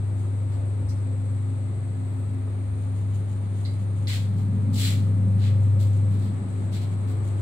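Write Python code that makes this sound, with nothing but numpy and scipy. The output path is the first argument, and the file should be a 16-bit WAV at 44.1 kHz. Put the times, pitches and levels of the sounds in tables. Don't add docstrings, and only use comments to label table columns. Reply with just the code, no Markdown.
import sys
import numpy as np
from scipy import signal
from scipy.fft import rfft, irfft, next_fast_len
from scipy.io import wavfile

SR = 44100
rng = np.random.default_rng(int(sys.argv[2]) if len(sys.argv) > 2 else 0)


def inscribe(sig):
    pcm = np.round(np.clip(np.atleast_2d(sig).T, -1, 1) * 32767)
    wavfile.write(sys.argv[1], SR, pcm.astype(np.int16))


N = 326781
TIME = np.arange(N) / SR
SIZE = next_fast_len(N, True)
BINS = np.maximum(np.arange(SIZE // 2 + 1) * SR / SIZE, 1)

# t/s, level/dB
HUM_LEVEL = [(0.1, -25), (1.37, -25), (1.73, -27), (2.78, -26.5), (3.16, -24), (3.26, -26.5), (4.57, -23),
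             (5.68, -18), (6.1, -20), (6.48, -29.5), (6.56, -26), (7.33, -24.5)]
# harmonic number, level/dB relative to the hum
HUM_HARMONICS = [(2, -46), (3, -50)]
# t/s, level/dB
UPPER_TONE_LEVEL = [(0, -44), (.7, -45), (1.5, -39.5), (2.15, -41), (2.75, -48.5), (3.45, -49.5),
                    (3.8, -43), (4.8, -37), (5.25, -38), (5.62, -32.5), (6.15, -42), (7.4, -41)]
# t/s, peak level/dB
SHUDDER_PEAKS = [(0.6, -39.5), (0.87, -33.5), (2.27, -47), (2.73, -38.5)]
# t/s, level/dB
PAIR_LEVEL = [(0, -45), (0.7, -48), (0.95, -44), (1.9, -45.5), (2.4, -40.5), (2.65, -45.5), (4.25, -48.5),
              (4.7, -40), (5.55, -46.5), (6.5, -44), (7.4, -51)]
# t/s, relative level/dB
RUMBLE_LEVEL = [(0, -44.5), (0.35, -47), (0.85, -40.5), (2.1, -44), (4.22, -34.5), (4.5, -26), (4.95, -30),
                (5.35, -27), (5.7, -34), (6.35, -30.5), (6.65, -34), (7.4, -39.5)]
# f/Hz, width/Hz, relative level/dB
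RUMBLE_MODES = [(135, 31, -7.5), (164, 11, -0.5), (191.9, 16, 1), (204, 17, -2.5), (235.3, 34, -9.5),
                (270, 20, -16)]
# f/Hz, width/Hz, relative level/dB
WALL_MODES = [(324.3, 8.5, -3), (353.4, 8.6, 0), (380.7, 8.1, 2.5), (428, 11.8, 3.5), (857, 26, -11.5),
              (1229, 110, -15)]
# f/Hz, width/Hz, relative level/dB
HOLLOW_MODES = [(512.5, 9.4, 3.5), (546, 8.6, 1.5)]
# f/Hz, relative spectral level/dB
AIR_SPECTRUM = [(20, -9), (48, -0.5), (65, 6), (130, 9), (240, 1), (340, 1.5), (470, -8), (560, -5.5),
                (660, -8.5), (1000, -13.5), (1600, -20), (2200, -20.5), (3000, -28.5), (4100, -27),
                (5600, -41.5), (10500, -47), (16000, -54)]
# f/Hz, relative spectral level/dB
HISS_SPECTRUM = [(5000, -23), (6100, -19), (6700, -8.5), (7400, -11.5), (7950, -4), (8400, -1), (9100, 1),
                 (9500, -9.5), (9900, -26), (13000, -43)]
# t/s, level/dB
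WHISTLE_LEVEL = [(0, -63.5), (2.25, -61.5), (2.6, -78.5), (4.5, -74.5), (6.1, -61.5), (7.4, -62)]
# f/Hz, relative spectral level/dB
RUSTLE_SPECTRUM = [(2000, -15), (3000, 1.5), (5500, -9.5), (7200, 3), (9000, -4), (10800, -7.5),
                   (15500, -19.5)]
# t/s, peak level/dB
CREASE_PEAKS = [(.22, -60), (2.83, -63), (2.98, -59), (3.16, -56), (3.32, -60.5), (3.57, -60), (3.67, -61),
                (5.96, -56.5), (6.6, -62), (7.28, -55.5)]
# f/Hz, width/Hz, relative level/dB
RATTLE_MODES = [(340, 120, 0.5), (550, 120, -4), (800, 270, -13.5)]
# start t/s, rise/s, length/s, level/dB, tilt/(dB per octave)
STROKES = [(0.503, .02, .07, -58, -1), (3.65, .005, .05, -55.5, -2.5), (4.071, .011, 0.12, -35.5, -1),
           (4.354, 0.018, .085, -56, 2), (4.721, 0.084, 0.23, -31.5, 1), (5.37, 0.062, 0.15, -44.5, -4),
           (5.787, .014, .075, -47.5, 3), (6.093, .025, 0.089, -57, 1), (6.196, .026, 0.11, -54.5, 0.5),
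           (6.713, 0.023, 0.085, -44.5, -0.5), (6.8, .016, .061, -49.5, -1.5), (7.067, .015, .08, -55, 3.5)]
# f/Hz, relative spectral level/dB
CLOTH_SPECTRUM = [(500, -17), (1100, -5.5), (1800, -5), (2170, 0), (2550, -2.5), (3300, 0), (4100, 2.5),
                  (4650, -2), (5800, -8), (6700, -7), (7400, -2), (8000, -2), (8600, -13), (9700, -9.5),
                  (15500, -16)]
# f/Hz, width/Hz, relative level/dB
RUBBING_MODES = [(4285, 300, -1.5), (5100, 250, -0.5), (5800, 300, -3), (6100, 300, -4.5),
                 (7500, 3500, -9.5)]
# t/s, relative level/dB
CONTACTS = [(0.905, -63), (3.651, -41.5), (3.658, -41), (4.072, -32), (4.099, -34), (5.804, -59),
            (6.235, -57.5)]
# f/Hz, width/Hz, relative level/dB, T60/s
STRUCK_MODES = [(2070, 160, -9.5, 0.18), (3260, 400, -9.5, 0.044), (4070, 320, 0.5, 0.073),
                (4630, 450, -5.5, 0.087), (6900, 2000, -16.5, .02)]
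# f/Hz, side minus mid level/dB
FIELD_WIDTH = [(60, -19), (200, -14.5), (380, -8), (700, -2.5), (1290, 2), (2400, -0.5), (16000, 1.5)]
# f/Hz, left minus right level/dB
PORT_BALANCE = [(100, 2), (200, -0.4), (400, 0.2), (1200, -0.1), (2300, 2.5), (4100, -2.5), (5700, 1.5),
                (6500, 9.5), (7500, 25), (8800, 15), (9700, 11), (11000, 6), (14000, 2)]


def from_db(db):
    return 10 ** (np.asarray(db) / 20)


def rms_one(x):
    return x / np.sqrt(np.mean(x ** 2) + 1e-20)


def in_time(rows):
    return np.interp(TIME, *np.transpose(rows))


def over_hz(points):
    hz, db = np.transpose(points)
    return from_db(np.interp(np.log(BINS), np.log(hz), db))


def coloured(x, gain):
    return irfft(rfft(x.astype(np.float32), SIZE) * gain.astype(np.float32), SIZE)[..., :N]


def resonance(hz, width):
    return 1 / (1 + ((BINS ** 2 - hz ** 2) / (BINS * width * np.pi / 2)) ** 2)


def drift(rate_hz):
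    t = np.arange(8192) / 1000
    hz = np.arange(len(t) // 2 + 1) / t[-1]
    spectrum = rfft(rng.standard_normal(len(t))) / (1 + (hz / rate_hz) ** 2)
    return np.interp(TIME, t, rms_one(irfft(spectrum)))


def swell(peak_s, rise_s, fall_s):
    age = TIME - peak_s
    return np.exp(-(np.minimum(age, 0) / rise_s) ** 2 - np.maximum(age, 0) / fall_s)


def tone(hz, wander_hz):
    return np.sqrt(2) * np.sin(2 * np.pi * np.cumsum(hz + wander_hz * drift(1.63)) / SR)


def cabin_noise(gain):
    mid, side = coloured(rng.standard_normal((2, N)), gain)
    return rms_one(mid + coloured(side, over_hz(FIELD_WIDTH)) * [[1], [-1]])


def shaken(modes, level_db, flutter_db):
    response = np.sqrt(sum((from_db(db) * resonance(hz, width)) ** 2 for hz, width, db in modes))
    return from_db(level_db + flutter_db * drift(13)) * cabin_noise(response)


def reverberate(x, wet_db, t60_s=0.4):
    t = TIME[:SR // 2]
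    tail = rng.standard_normal((2, len(t))) * from_db(-60 * t / t60_s) * (t > .003)
    tail /= np.sqrt(np.sum(tail ** 2, axis=1, keepdims=True))
    wet = from_db(wet_db)
    return (x + wet * signal.fftconvolve(x, tail, axes=1)[:, :N]) / np.sqrt(1 + wet ** 2)


def motor(hum_db, hum_hz=100.09, turn_hz=23.58, note_hz=259.4, beat_hz=6.2):
    hum = tone(hum_hz, wander_hz=0.085)
    hum += sum(from_db(db) * tone(k * hum_hz, wander_hz=0.36) for k, db in HUM_HARMONICS)
    shudder = sum(from_db(db) * swell(s, rise_s=.05, fall_s=.067) for s, db in SHUDDER_PEAKS)
    lower = (from_db(-49 + 2.5 * drift(1.9)) + shudder) * tone(hum_hz - turn_hz, wander_hz=0.53)
    upper = from_db(in_time(UPPER_TONE_LEVEL)) * tone(hum_hz + turn_hz, wander_hz=0.23)
    pair = tone(note_hz, wander_hz=0.63) + from_db(-9) * tone(note_hz + beat_hz, wander_hz=1.17)
    pair *= from_db(in_time(PAIR_LEVEL) + 2.0 * drift(4.5))
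    left = from_db(hum_db) * hum + lower + upper + pair
    right = np.interp(TIME - .00042, TIME, left)
    return np.array([left, right])


def cabin_vibration(hum_db, rush_db):
    rumble = shaken(RUMBLE_MODES, in_time(RUMBLE_LEVEL) - 4.5, flutter_db=1.5)
    panels = shaken(WALL_MODES, rush_db - 9.5, flutter_db=2.0)
    drone = shaken(HOLLOW_MODES, -58.5 + 1.33 * (hum_db - hum_db.mean()), flutter_db=2.3)
    return rumble + panels + drone


def air(rush_db):
    noise = cabin_noise(over_hz(AIR_SPECTRUM))
    dull = coloured(noise, 1 / (1 + (BINS / 1500) ** 2))
    treble_db = 0.62 * rush_db + 0.38 * np.mean(rush_db)
    rush = from_db(3) * (from_db(rush_db) * dull + from_db(treble_db) * (noise - dull))
    hiss = from_db(-61 + .5 * drift(4.9)) * cabin_noise(over_hz(HISS_SPECTRUM))
    whistle = from_db(in_time(WHISTLE_LEVEL)) * cabin_noise(resonance(hz=7950, width=290))
    whine_gain = from_db(-86.5) + from_db(-75.5) * swell(peak_s=2.2, rise_s=.25, fall_s=.25)
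    whine = whine_gain * cabin_noise(resonance(hz=14300, width=90))
    return rush + hiss + whistle + whine


def rustles(patchy_db=4.5, grain_db=2.5):
    level_db = np.interp(TIME, [2.7, 3.0], [-78.5, -66.5])
    shifting = from_db(level_db) * rms_one(from_db(patchy_db * np.clip(drift(14), -2, 2)))
    giving = sum(from_db(db) * swell(s, rise_s=.041, fall_s=.046) for s, db in CREASE_PEAKS)
    grains = rms_one(from_db(grain_db * drift(150)) * cabin_noise(over_hz(RUSTLE_SPECTRUM)))
    return np.hypot(shifting, giving) * grains


def knock():
    envelope = swell(peak_s=.55, rise_s=.041, fall_s=.17)
    return envelope * shaken(RATTLE_MODES, level_db=-44, flutter_db=2.5)


def swishes(grain_db=1.5, body_hz=2600, lag_share=0.37, release_share=0.37):
    friction = coloured(rng.standard_normal((2, N)), over_hz(CLOTH_SPECTRUM))
    friction *= from_db(grain_db * drift(180))
    out = np.zeros((2, N))
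    for start, rise, length, level_db, tilt_db in STROKES:
        lag = lag_share * rise
        at = np.flatnonzero((TIME >= start) & (TIME <= start + length + lag))
        age = TIME[at] - start
        envelope = np.clip(np.minimum(age / rise, (length - age) / (release_share * length)), 0, 1)
        late_envelope = np.interp(age - lag, age, envelope)
        hz = np.maximum(np.arange(len(at) // 2 + 1) * SR / len(at), 1)
        edge_hz = 1620 - 23 * (level_db + 45)
        colour = from_db(tilt_db * np.log2(hz)) / np.sqrt(1 + (edge_hz / hz) ** 8)
        stroke = rms_one(irfft(rfft(friction[:, at]) * colour, len(at)))
        body = irfft(rfft(stroke) / (1 + (hz / body_hz) ** 4), len(at))
        out[:, at] += from_db(level_db) * (envelope * (stroke - body) + late_envelope * body)
    return reverberate(out, wet_db=-3.0)


def squeak():
    envelope = swell(peak_s=.9, rise_s=.012, fall_s=.045)
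    return envelope * shaken(RUBBING_MODES, level_db=-52, flutter_db=2.5)


def ticks():
    impulses, ringing = np.zeros(N), np.zeros((2, N))
    for s, level_db in CONTACTS:
        impulses[round(s * SR)] = from_db(level_db)
    for hz, width, db, t60 in STRUCK_MODES:
        decay = from_db(-60 / (t60 * SR))
        envelope = signal.lfilter([1], [1, -decay], impulses + 1e-18)
        ringing += from_db(db) * envelope * cabin_noise(resonance(hz, width))
    pan = from_db([[-4], [-3]])
    return reverberate(pan * ringing, wet_db=-3.5)


def scene():
    hum_db = in_time(HUM_LEVEL)
    rush_db = -45 + 0.92 * np.maximum(TIME - 3.87, 0)
    ride = motor(hum_db) + cabin_vibration(hum_db, rush_db) + air(rush_db)
    return ride + rustles() + knock() + swishes() + squeak() + ticks()


def record(dry, cutoff_hz=15720):
    ratio = over_hz(PORT_BALANCE)
    ports = np.array([ratio, np.ones_like(ratio)]) * np.sqrt(2 / (1 + ratio ** 2))
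    low_pass = signal.ellip(12, .1, 80, cutoff_hz, fs=SR, output="sos")
    return signal.sosfilt(low_pass, coloured(dry, ports))


dry = scene()
out = record(dry)
inscribe(out)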